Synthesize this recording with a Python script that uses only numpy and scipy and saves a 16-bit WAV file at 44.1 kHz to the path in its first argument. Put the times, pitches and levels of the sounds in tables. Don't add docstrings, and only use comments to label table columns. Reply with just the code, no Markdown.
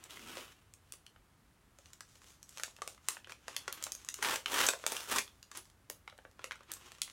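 import sys
import numpy as np
from scipy import signal
from scipy.fft import rfft, irfft
from scipy.io import wavfile
from scipy.ndimage import uniform_filter1d

SR = 44100
rng = np.random.default_rng(int(sys.argv[2]) if len(sys.argv) > 2 else 0)


def inscribe(sig):
    pcm = np.round(np.clip(np.atleast_2d(sig).T, -1, 1) * 32767)
    wavfile.write(sys.argv[1], SR, pcm.astype(np.int16))


N = 313992
TIME = np.arange(N) / SR

# start_s, swell_s, hold_s, release_s, body_db, treble_re_body_db
PULLS = [(4.215, 0.02, 0.10, 0.029, -36.5, -5), (4.455, 0.14, 0.045, 0.038, -33, -3.5),
         (4.85, 0.071, 0.01, 0.12, -46, 0.5), (5.065, 0.051, 0.0745, 0.0052, -38, -2)]
# middle_s, half_length_s, body_db, treble_re_body_db
RUBS = [(1.878, 0.094, -78, 3), (2.135, 0.095, -78, 6.5), (2.286, 0.067, -71.5, 5), (2.608, 0.11, -69, 6.5),
        (2.893, 0.056, -72, 8.5), (3.121, 0.061, -62.5, 2), (3.308, 0.023, -58.5, -7.5),
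        (3.539, 0.098, -62, -4), (3.79, 0.12, -59.5, -5.5), (3.997, 0.14, -68.5, 1),
        (4.215, 0.044, -58.5, 1), (4.823, 0.042, -62, 2), (5.57, 0.028, -56.5, 0.5), (5.655, 0.05, -85, 12),
        (6.201, 0.13, -85, 0), (6.423, 0.034, -66.5, -11), (6.581, 0.08, -73, -16),
        (6.716, 0.03, -57.5, -12), (6.853, 0.092, -63, -4), (7.071, 0.1, -69, 0)]


def crease_snaps(size=2048, panel_q=4, ring_db=8.0, ripple_db=2.0):
    # start_s, level_db, ring_hz, thud_re_level_db, crack_re_level_db
    creases = [(0.0396, -44.5, 7850, -21, 3), (0.1074, -43.5, 3640, -21, 0), (0.1713, -39.5, 2100, -7, -23),
               (0.194, -47, 2390, 3, 0), (0.3707, -36.5, 3740, 10, -5), (0.738, -48, 8300, -26, 2),
               (0.9224, -42, 9900, -9, 6.5), (0.937, -49, 2970, 7.5, 6), (1.065, -44, 3000, -32, -3.5),
               (1.1613, -51, 1420, 0, -27), (1.7872, -56, 602, 4, -14), (1.858, -45, 6160, -21, -9.5),
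               (1.9331, -42.5, 7000, -18, -2.5), (2.0069, -41, 1670, -4.5, 4),
               (2.4291, -47.5, 6400, -19, 3), (2.4924, -49.5, 7700, -16, 4), (2.574, -36, 6420, -2, -6),
               (2.5821, -35.5, 6400, -8, -7), (2.598, -36, 1750, 2, 1), (2.6353, -22.5, 7500, -7, -7),
               (2.68, -51, 955, 12, 2), (2.7652, -48, 2820, -12, 1.5), (2.787, -50.5, 930, 6, -16),
               (2.8191, -33.5, 1140, 7, 1.5), (2.8765, -32.5, 8850, 3, -1), (2.978, -51.5, 1280, -3, -12),
               (3.086, -22.5, 7750, -1.5, 1.5), (3.169, -39.5, 1800, 2, -33),
               (3.245, -39.5, 3080, -26, -20), (3.272, -49.5, 1620, 11, -2), (3.2956, -41, 1650, -4, -6),
               (3.321, -37, 2460, -3, -3.5), (3.4813, -33, 1120, 4, -0.5), (3.565, -25, 3280, -15, 1),
               (3.679, -28, 372, 0.5, -1), (3.7263, -31, 11900, -22, -1), (3.826, -35, 7050, -6, 0.5),
               (3.8396, -27, 6860, -57, 1.5), (3.8666, -37.5, 1130, 7, 4), (3.92, -35, 6200, -39, 6.5),
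               (3.9504, -46.5, 6550, -2, 10.5), (4.0479, -48, 7070, 7.5, 5.5),
               (4.0877, -28, 6260, -16.5, -0.5), (4.142, -32.5, 6270, -28, 1.5), (4.1877, -49, 377, 13, -5),
               (4.2262, -22.5, 1700, -3, -0.5), (4.247, -19, 1920, -13, -12),
               (4.3583, -23, 7700, -5.5, -5.5), (4.4594, -20.5, 3060, -9.5, -12.5),
               (4.599, -30, 5800, -15, -5), (4.6654, -26.5, 6160, -6, 8), (4.6872, -13.5, 7660, -4, -5),
               (4.7353, -32.5, 1410, 10.5, -2), (4.8395, -35.5, 1520, 9, -12), (4.865, -20, 8200, -1, -1.5),
               (4.9202, -29.5, 9800, 9, 0), (4.9659, -28.5, 3140, -14, -1), (5.0055, -36.5, 3550, -16, 0),
               (5.1599, -29.5, 1060, 6, 7.5), (5.184, -20.5, 2230, -10.5, 2),
               (5.2781, -42.5, 3430, -13, -16), (5.4282, -42, 4700, -26, -2.5), (5.515, -41, 1220, -6, 2),
               (5.5496, -48, 1090, 1, 1), (5.573, -39, 10500, -9, 5.5), (5.8984, -45.5, 6070, -10, 4),
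               (5.9, -34.5, 12600, 5, 3.5), (6.077, -36.5, 2000, 2, -14), (6.098, -44, 3580, -14, -10.5),
               (6.1253, -55.5, 1400, 14.5, -19), (6.187, -48.5, 780, 10.5, -27),
               (6.251, -48.5, 1420, 14, -27), (6.393, -43.5, 1360, 8, -13), (6.4421, -33.5, 2160, 3.5, 1),
               (6.5102, -29, 1620, -7.5, -15.5), (6.519, -31.5, 2000, -7, -13.5),
               (6.557, -48, 1420, -1, -2), (6.607, -51.5, 1250, 11.5, -9), (6.7174, -33.5, 12000, -6, 3),
               (6.7371, -45.5, 7400, -14, 11), (6.9188, -40, 7750, -5, -6.5), (6.95, -50.5, 3420, -4, -2),
               (7.0177, -22.5, 3460, -42, 2), (7.0778, -43.5, 2200, -3.5, -20),
               (7.0986, -39, 6290, -17, -12)]
    parts_hz = [550, 1400, 3300, 7500]
    # frequency_hz, gain_db
    paper_colour = [(100, -44.5), (200, -11), (330, -2.5), (540, 5.5), (740, -0.5), (1100, 4.5),
                    (2400, 1.5), (3300, 1.5), (4600, -0.5), (6500, 2.5), (9500, -2.5), (12000, -5),
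                    (15500, -3.5)]
    t = np.arange(size) / SR
    hz = np.linspace(1, SR / 2, size // 2 + 1)
    mode_hz = np.geomspace(300, 16000, 40)
    effort = pull_envelopes(PULLS)[0]
    effort /= effort.max()
    out = np.zeros(N + size)
    for start, level, ring_hz, thud, crack in creases + faint_creases():
        at = round(start * SR)
        octaves_lower = np.log2(3070 / ring_hz)
        knock = 2.5 + 2.1 * octaves_lower + 0.29 * thud
        edge_hz = 11900 * 2 ** (-0.15 * octaves_lower)
        buckle_s = 0.00076 * 2 ** (0.42 * octaves_lower)
        buckle_s += 0.0033 * effort[at]
        flutter = 0.11 * np.exp(-t / 0.0013)
        clicks = rng.standard_normal(size) * (np.exp(-t / buckle_s / 2) + flutter)
        clicks[0] += 0.97
        clicks_db = 10 * np.log10(uniform_filter1d(abs(rfft(clicks)) ** 2, 50))
        paper_db = at_hz(paper_colour, hz) + at_hz(list(zip(parts_hz, [thud, knock, 0, crack])), hz)
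        edge_db = -10 * np.log10(1 + (hz / edge_hz) ** 10)
        modes = list(zip(mode_hz, ripple_db * rng.standard_normal(len(mode_hz))))
        panel_db = ring_db / (1 + (panel_q * (hz / ring_hz - ring_hz / hz)) ** 2)
        response = minimum_phase(level + paper_db + edge_db + at_hz(modes, hz) + panel_db - clicks_db)
        out[at:at + size] += signal.fftconvolve(clicks, response)[:size]
    return from_db(1.18) * np.sqrt(SR / 1000) * out[:N]


def faint_creases(per_rub=2, level_db=-56, spread_db=5, low_hz=1030, high_hz=7750):
    middle, half = np.repeat(np.array(RUBS)[:, :2], per_rub, axis=0).T
    when, strength, panel = rng.uniform(-1, 1, (len(middle), 3)).T
    starts = np.clip(middle + half * when, 0, TIME[-1])
    levels = level_db + spread_db * strength
    ring_hz = low_hz * (high_hz / low_hz) ** ((panel + 1) / 2)
    return [(start, level, hz, 0, 1) for start, level, hz in zip(starts, levels, ring_hz)]


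def wrapper_tear():
    # frequency_hz, gain_db
    tear_colour = [(70, -12), (180, -12), (330, -0.5), (540, 0), (720, -2.5), (950, 3.5), (1400, 4.5),
                   (2200, -0.5), (3200, 0.5), (4400, -4.5), (6200, -2), (9500, -6), (15500, -12)]
    drive = fibre_clicks(per_s=3500, spread_db=2.5, clump_db=2.5, clumps_per_s=350, hiss=0.43)
    return sheet_radiation(drive, tear_colour, pull_envelopes(PULLS), body_db=-0.65, treble_db=-0.1)


def rustle():
    # start_s, swell_s, hold_s, release_s, body_db, treble_re_body_db
    turns = [(-0.02, 0.015, 0.014, 0.13, -58.5, -2.5), (0.09, 0.017, 0.02, 0.14, -56, 3.5),
             (0.19, 0.12, 0.086, 0.075, -52, 0.5), (0.8, 0.055, 0.065, 0.1, -85, 13.5)]
    # frequency_hz, gain_db
    turn_colour = [(90, -14), (190, -7), (310, 4), (500, 1.5), (720, -1.5), (1250, 5), (1900, 0),
                   (3000, 4.5), (4000, -5.5), (6500, -7), (9500, -10.5), (15500, -16)]
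    # frequency_hz, gain_db
    rub_colour = [(90, -9), (180, -8.5), (320, 5.5), (500, -3.5), (720, -2), (1200, 5.5), (2000, 0.5),
                  (3000, 4), (4300, 0), (6500, 4.5), (9500, -2.5), (15500, -13)]
    drive = fibre_clicks(per_s=600, spread_db=3.0, clump_db=2.0, clumps_per_s=90, hiss=1.0)
    turning = sheet_radiation(drive, turn_colour, pull_envelopes(turns), body_db=-1.0, treble_db=-3.0)
    rubbing = sheet_radiation(drive, rub_colour, rub_envelopes(RUBS), body_db=3.4, treble_db=2.8)
    return turning + rubbing


def fibre_clicks(per_s, spread_db, clump_db, clumps_per_s, hiss):
    sizes = from_db(spread_db * np.minimum(rng.exponential(1, N), 4))
    signs = rng.choice([-1, 1], N)
    lets_go = rng.random(N) < per_s / SR
    grains = unit_rms(sizes * signs * lets_go)
    friction = hiss * rng.standard_normal(N)
    return (grains + friction) * from_db(clump_db * drift(clumps_per_s))


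def sheet_radiation(drive, colour, stroke, body_db, treble_db, crossover_hz=3500):
    body_gain, treble_gain = stroke
    sound = coloured(drive, colour)
    body = unit_rms(butterworth(sound, 3, crossover_hz, "low"))
    treble = unit_rms(butterworth(sound, 3, crossover_hz, "high"))
    return body * body_gain * from_db(body_db) + treble * treble_gain * from_db(treble_db)


def pull_envelopes(rows):
    power = np.zeros((2, N))
    for start, swell, hold, release, db, crisp in rows:
        rise = np.clip((TIME - start) / swell, 0, 1)
        fall = np.exp(-np.maximum(TIME - start - swell - hold, 0) / release)
        power += (from_db([[db], [db + crisp]]) * rise * fall) ** 2
    return np.sqrt(power)


def rub_envelopes(rows, roundness=1.52):
    power = np.zeros((2, N))
    for middle, half, db, crisp in rows:
        bell = np.exp(-(abs(TIME - middle) / half) ** roundness)
        power += (from_db([[db], [db + crisp]]) * bell) ** 2
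    return np.sqrt(power)


def sheet_flaps():
    # middle_s,
    # level_db, half_length_s
    puffs = [(0.29, -58, 0.11), (4.656, -59.5, 0.059), (5.153, -51.5, 0.057), (5.903, -59, 0.011)]
    # frequency_hz, gain_db
    puff_colour = [(35, -3.5), (70, 1.5), (130, -7.5), (220, 6.5), (330, 4.5), (500, -6), (1000, -69)]
    envelope = sum(from_db(db) * np.exp(-((TIME - middle) / half) ** 2) for middle, db, half in puffs)
    return from_db(-0.5) * envelope * unit_rms(coloured(rng.standard_normal(N), puff_colour))


def reflections(x, ceiling_s=0.0077, ceiling_db=-20.5, wall_s=0.0118, wall_db=-41.0):
    ceiling, wall = [np.pad(x, (round(delay * SR), 0))[:N] for delay in (ceiling_s, wall_s)]
    return from_db(ceiling_db) * ceiling + from_db(wall_db) * wall


def reverberation(x, tail_db=-7.5, build_s=0.0044, lumpy_db=2.0, hop=6144):
    # frequency_hz, t60_s
    decay_times = [(200, 0.098), (550, 0.26), (1400, 0.12), (3600, 0.21), (8000, 0.18), (15000, 0.22)]
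    edges_hz = np.geomspace(60, 17000, 13)
    centres_hz = np.sqrt(edges_hz[1:] * edges_hz[:-1])
    t = np.arange(SR // 3) / SR
    scatter = rng.standard_normal(N) * from_db(lumpy_db * drift(900))
    bands = np.array([(-1) ** k * butterworth(scatter, 2, edges_hz[k:k + 2], "band")
                      for k in range(len(centres_hz))])
    build_up = 1 - np.exp(-(t / build_s) ** 2)
    envelopes = build_up * from_db(-60 * t / at_hz(decay_times, centres_hz)[:, None])
    padded = np.pad(x, (hop, 2 * hop))
    window = signal.windows.cosine(2 * hop)
    out = np.zeros(len(padded) + len(t))
    for at in range(0, N + hop, hop):
        pick = rng.integers(N - len(t))
        tail = (bands[:, pick:pick + len(t)] * envelopes).sum(axis=0)
        tail = unit_rms(tail) / np.sqrt(len(t))
        wet = signal.fftconvolve(padded[at:at + 2 * hop] * window, tail)
        out[at:at + len(wet)] += wet
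    return from_db(tail_db) * out[hop:hop + N]


def room_tone(level_db=-67):
    # frequency_hz, gain_db
    ambient_colour = [(20, -15.5), (32, -10), (50, 1), (90, 2), (150, -5), (250, -8.5), (500, -16),
                      (800, -16), (1300, -15), (2500, -22), (5000, -27), (10000, -27.5), (15500, -34)]
    return from_db(level_db) * unit_rms(coloured(rng.standard_normal(N), ambient_colour))


def from_db(db):
    return 10 ** (np.asarray(db) / 20)


def unit_rms(x):
    return x / np.sqrt(np.mean(x ** 2, axis=-1, keepdims=True) + 1e-30)


def at_hz(points, hz):
    known_hz, values = np.transpose(points)
    return np.interp(np.log(hz), np.log(known_hz), values)


def drift(per_s):
    knots = rng.standard_normal(N // 20)
    return unit_rms(np.interp(TIME * per_s, np.arange(len(knots)), knots))


def butterworth(x, order, hz, kind):
    return signal.sosfilt(signal.butter(order, hz, kind, fs=SR, output="sos"), x)


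def minimum_phase(db):
    cepstrum = irfft(np.log(from_db(db)))
    half = len(cepstrum) // 2
    cepstrum[1:half] *= 2
    cepstrum[half + 1:] = 0
    return irfft(np.exp(rfft(cepstrum)))


def coloured(x, colour, size=4096):
    gain_db = at_hz(colour, np.linspace(1, SR / 2, size + 1))
    return signal.oaconvolve(x, minimum_phase(gain_db))[:N]


def scene():
    direct = crease_snaps() + wrapper_tear() + rustle() + sheet_flaps()
    return (direct + reflections(direct) + reverberation(direct) + room_tone())[None]


def record(dry):
    return signal.sosfilt(signal.ellip(10, 0.2, 80, 16000, fs=SR, output="sos"), dry)


dry = scene()
out = record(dry)
inscribe(out)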